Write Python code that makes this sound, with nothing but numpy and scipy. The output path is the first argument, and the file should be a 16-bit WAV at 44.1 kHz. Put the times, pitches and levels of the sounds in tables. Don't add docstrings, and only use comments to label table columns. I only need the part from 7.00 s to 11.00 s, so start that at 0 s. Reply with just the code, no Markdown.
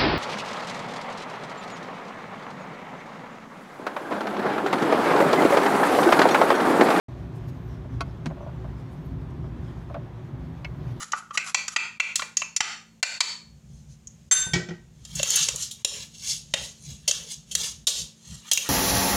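import sys
import numpy as np
from scipy import signal
from scipy.fft import rfft, irfft
from scipy.io import wavfile
from scipy.ndimage import uniform_filter1d

SR = 44100
rng = np.random.default_rng(int(sys.argv[2]) if len(sys.argv) > 2 else 0)


def master(y):
    cut = np.clip(np.atleast_2d(y).T, -1, 1)
    pcm = np.round(cut * 32767)
    wavfile.write(sys.argv[1], SR, pcm.astype(np.int16))


N = 176400
TIME_S = np.arange(N) / SR
STRIKE_S = TIME_S[:SR // 2]
FREQ_HZ = np.arange(N // 2 + 1) * SR / N
TOP_HZ = 15600


def undb(db):
    return 10 ** (np.asarray(db) / 20)


def unit_rms(x):
    return x / np.sqrt(np.mean(x ** 2))


def decay(t60_s):
    return np.exp(-np.minimum(np.log(1000) * STRIKE_S / t60_s, 50))


def swell(middle_s, length_s):
    return np.exp(-2 * ((TIME_S - middle_s) / length_s) ** 2)


def wander(rate_hz):
    hold = int(SR / rate_hz)
    steps = rng.standard_normal(4000)[np.arange(N) // hold]
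    return unit_rms(uniform_filter1d(uniform_filter1d(steps, hold), hold))


def noise(spectrum):
    hz, db = np.array(spectrum, float).T
    f = np.maximum(FREQ_HZ, 1)
    skirts = np.minimum(f / hz[0], 1) ** 4 * np.minimum(hz[-1] / f, 1) ** 4
    shape = undb(np.interp(np.log(f), np.log(hz), db))
    return unit_rms(irfft(rfft(rng.standard_normal(N)) * skirts * shape, N))


def ring(modes, rise_at_1khz_s=0.003):
    out = 0
    for hz, db, t60_s in modes:
        rise = 1 - np.exp(-STRIKE_S * np.sqrt(hz / 1000) / rise_at_1khz_s)
        tone = np.sin(2 * np.pi * (hz * STRIKE_S + rng.random()))
        out += undb(db) * rise * tone * decay(t60_s)
    return out


def add(out, start_s, sound):
    i = int(start_s * SR)
    out[i:i + len(sound)] += sound[:N - i]


# frequency in Hz, relative density in dB.
AIR_SPECTRUM = [(240, -33), (400, 0), (560, -.5), (1050, -3), (1340, -8.5), (1750, -10.5), (2950, -20),
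                (3450, -19), (4840, -29.5), (6700, -33), (7900, -36), (9700, -38), (10400, -43),
                (11200, -38.5), (15500, -43)]


def air(level_db=-52):
    return undb(level_db) * noise(AIR_SPECTRUM)


# centre in Hz, width in Hz, relative density in dB.
RUMBLE_RESONANCES = [(43.3, 16, -21), (60.2, 13.8, -0.5), (77.6, 16.4, -6.5), (94, 77, -12),
                     (118.6, 24.6, 0), (141.3, 34, -4), (161.9, 11.6, -3), (185.6, 29.4, -11.5),
                     (229.7, 20.7, -12), (261.5, 15.4, -9), (301, 17, -16), (327.6, 31, -18),
                     (364.6, 39, -14), (391, 42, -23.5)]


def rumble(level_db=-34.5, sway_db=1.5, low_cut_hz=36):
    power = sum(undb(db) ** 2 / (1 + ((FREQ_HZ - hz) / (0.45 * width_hz)) ** 2) ** 2
                for hz, width_hz, db in RUMBLE_RESONANCES)
    shaking = np.exp(2j * np.pi * rng.random(len(FREQ_HZ)))
    low_cut = 1 / np.sqrt(1 + (low_cut_hz / np.maximum(FREQ_HZ, 1)) ** 8)
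    hollow = unit_rms(irfft(np.sqrt(power) * low_cut * shaking, N))
    return undb(level_db + sway_db * wander(8.89)) * hollow


# time in seconds, level in dB.
RUB_LEVELS = [(0, -62), (.21, -59.5), (.29, -58.5), (.5, -55.5), (.62, -58), (.82, -60.5), (1.15, -58),
              (1.38, -54.5), (1.6, -60), (1.82, -56), (2.24, -60), (2.41, -58.5), (2.52, -60.5),
              (2.66, -55.5), (2.8, -55.5), (3.1, -64), (3.45, -62.5), (3.72, -55), (4, -59.5)]
# frequency in Hz, relative density in dB.
RUB_SPECTRUM = [(400, 7.5), (1000, 5), (1600, -1), (3600, -8.5), (6500, -13.5), (8000, -22.5),
                (9500, -21.5), (10400, -27.5), (11500, -24), (15000, -29)]


def bearing(band_hz=400, band_sway_db=2.4, uneven_db=2.33):
    friction, rub = rfft(noise(RUB_SPECTRUM)), 0
    for hz in np.arange(band_hz, TOP_HZ, band_hz):
        triangle = np.maximum(1 - abs(FREQ_HZ - hz) / band_hz, 0)
        rub += irfft(friction * triangle, N) * undb(band_sway_db * wander(26))
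    level_db = np.interp(TIME_S, *np.array(RUB_LEVELS).T)
    return unit_rms(rub) * undb(level_db + uneven_db * wander(21.87))


# middle in seconds, length in seconds, level in dB, centre in Hz, half-width in Hz.
BRUSH_STROKES = [(0.37, 0.026, -66, 8000, 5000), (0.49, 0.024, -64, 4000, 3000),
                 (0.488, 0.017, -72, 12800, 1000), (0.63, 0.16, -75, 13600, 1200),
                 (1.795, 0.025, -69, 6000, 4500), (1.933, 0.034, -71, 9800, 2500),
                 (2.063, 0.025, -74, 12300, 2000), (2.05, .17, -80, 14000, 1800),
                 (2.308, 0.012, -68, 6300, 3500), (3.816, 0.36, -80, 14000, 2200),
                 (3.968, 0.02, -59.5, 3520, 1100)]


def brushes(flicker_db=2.0):
    hiss, out = rfft(rng.standard_normal(N)), 0
    for middle_s, length_s, db, hz, half_width_hz in BRUSH_STROKES:
        band = irfft(hiss / (1 + ((FREQ_HZ - hz) / half_width_hz) ** 2), N)
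        out += undb(db) * swell(middle_s, length_s) * unit_rms(band)
    return out * undb(flicker_db * wander(60))


# middle in seconds, length in seconds, level in dB, pitch in Hz, glide in Hz per second.
WOOD_SQUEAKS = [(.51, .06, -74, 6700, 0), (1.29, .025, -70, 6750, 0), (1.435, .04, -73, 5950, -5000),
                (3.96, .11, -78, 11200, 5000)]


def squeaks(waver_hz=170, flicker_db=2.0):
    detune_hz, out = waver_hz * wander(540), 0
    for middle_s, length_s, db, hz, glide_hz_per_s in WOOD_SQUEAKS:
        pitch_hz = hz + glide_hz_per_s * np.clip(TIME_S - middle_s, -length_s, length_s) + detune_hz
        whistle = np.sqrt(2) * np.sin(2 * np.pi * np.cumsum(pitch_hz) / SR)
        out += undb(db) * swell(middle_s, length_s) * whistle
    return out * undb(flicker_db * wander(120))


# frequency in Hz, relative level in dB, T60 in seconds.
BARREL_MODES = [(196, -5, .12), (285, -11, .09), (548, -8, .08), (592, -1, .11), (657, 0, .08),
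                (748, -8, .06), (1055, -7, .055), (1150, -8, .045), (1437, -10, .055)]
# middle in seconds, length in seconds, level in dB.
DASHER_DRAGS = [(0.185, 0.18, -50.5), (1.423, 0.027, -51), (1.497, 0.018, -42.5)]


def drags():
    hum = unit_rms(signal.fftconvolve(rng.standard_normal(N), ring(BARREL_MODES))[:N])
    return hum * sum(undb(db) * swell(middle_s, length_s) for middle_s, length_s, db in DASHER_DRAGS)


# frequency in Hz, relative density in dB.
KNOCK_SPECTRUM = [(200, -33), (700, 4), (1400, -3.5), (2500, -12.5), (4000, -22), (7000, -42), (15000, -50)]
# start in seconds, gain in dB, contact time in ms.
AXLE_KNOCKS = [(.195, -15, 6.4), (.845, -35.5, 0.59), (1.073, -17, 3.6), (1.302, -36.5, 0.17),
               (1.309, -32.5, 0.44), (1.370, -39, 0.4), (1.407, -33, 0.53), (1.429, -33, 0.59),
               (1.464, -29.5, 0.47), (1.478, -42.5, 0.25), (1.494, -36.5, 0.41), (1.644, -38, 0.16),
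               (2.4425, -41, 0.28), (2.899, -32, 0.46), (2.9435, -28, 0.064), (2.9468, -25, 0.65),
               (2.9650, -27.5, 0.52)]


def knocks(grit_db=-4.5, grit_t60_s=0.078):
    out, grit = np.zeros(N), noise(KNOCK_SPECTRUM)
    for start_s, db, contact_ms in AXLE_KNOCKS:
        blow = ring(BARREL_MODES)
        blow += undb(grit_db) * np.roll(grit, rng.integers(N))[:len(STRIKE_S)] * decay(grit_t60_s)
        cutoff_hz = 1000 / (2 * contact_ms)
        pole = np.exp(-2 * np.pi * cutoff_hz / SR)
        dulled = signal.lfilter([(1 - pole) ** 2], [1, -2 * pole, pole ** 2], blow)
        add(out, start_s, undb(db) * dulled)
    return out


# frequency in Hz, relative level in dB, T60 in seconds.
SLAT = [(290, -9, .09), (673, -6, .09), (780, -11, .05), (1115, 0, .055), (1341, -1, .052),
        (1478, -4, .055), (2119, -15, .06), (2529, -9, .04), (2720, -12, .045), (3194, -16, .055),
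        (4040, -8, .04), (4500, -16, .05)]
FRAME = [(161, 0, .19), (220, 1, .07), (284, -2, .06), (694, -14, .075), (922, -10, .07), (1034, -13, .05),
         (1608, -16, .045), (1911, -15, .037), (2235, -14, .035)]
PEG = [(580, -12, .05), (720, -11, .04), (2178, 0, .064), (2275, -4, .05), (2625, -1, .04),
       (4382, -18, .058), (5160, -11, .022)]
# frequency in Hz, relative density in dB.
SLAT_NOISE = [(300, 1), (1200, 7), (2000, -6), (4500, -5.5), (6500, -11.5), (7800, -21), (11500, -24),
              (14000, -46)]
FRAME_NOISE = [(300, 4.5), (1000, 7), (2200, -3), (2800, -2), (6000, -9.5), (8500, -18), (12000, -32),
               (14500, -39)]
PEG_NOISE = [(300, -16), (700, 4), (2600, 13), (3600, -2.5), (6500, -12.5), (9000, -32), (15000, -33)]
# start in seconds, modes, ring gain in dB, noise spectrum,
# noise gain in dB, noise T60 in seconds.
WOOD_CLACKS = [(1.0065, SLAT, -24, SLAT_NOISE, -25, 0.049), (1.0128, SLAT, -27, SLAT_NOISE, -36, 0.033),
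               (1.2583, FRAME, -21.5, FRAME_NOISE, -28.5, 0.053),
               (1.2650, FRAME, -22, FRAME_NOISE, -38, 0.038), (3.6463, PEG, -27.5, PEG_NOISE, -26.5, 0.039)]


def clacks(crack_rise_s=0.00041):
    out = np.zeros(N)
    rise = 1 - np.exp(-STRIKE_S / crack_rise_s)
    for start_s, modes, ring_db, spectrum, noise_db, t60_s in WOOD_CLACKS:
        crack = rise * decay(t60_s) * noise(spectrum)[:len(STRIKE_S)]
        add(out, start_s, undb(ring_db) * ring(modes) + undb(noise_db) * crack)
    return out


def scene():
    return (rumble() + air() + bearing() + drags() + brushes() + squeaks() + knocks() + clacks())[None]


def record(dry, start_s=0.0825, fade_in_s=0.0025):
    fade_in = np.clip((TIME_S - start_s) / fade_in_s, 0, 1)
    low_pass = signal.ellip(10, .1, 80, TOP_HZ, fs=SR, output="sos")
    return signal.sosfilt(low_pass, dry * fade_in)


dry = scene()
out = record(dry)
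master(out)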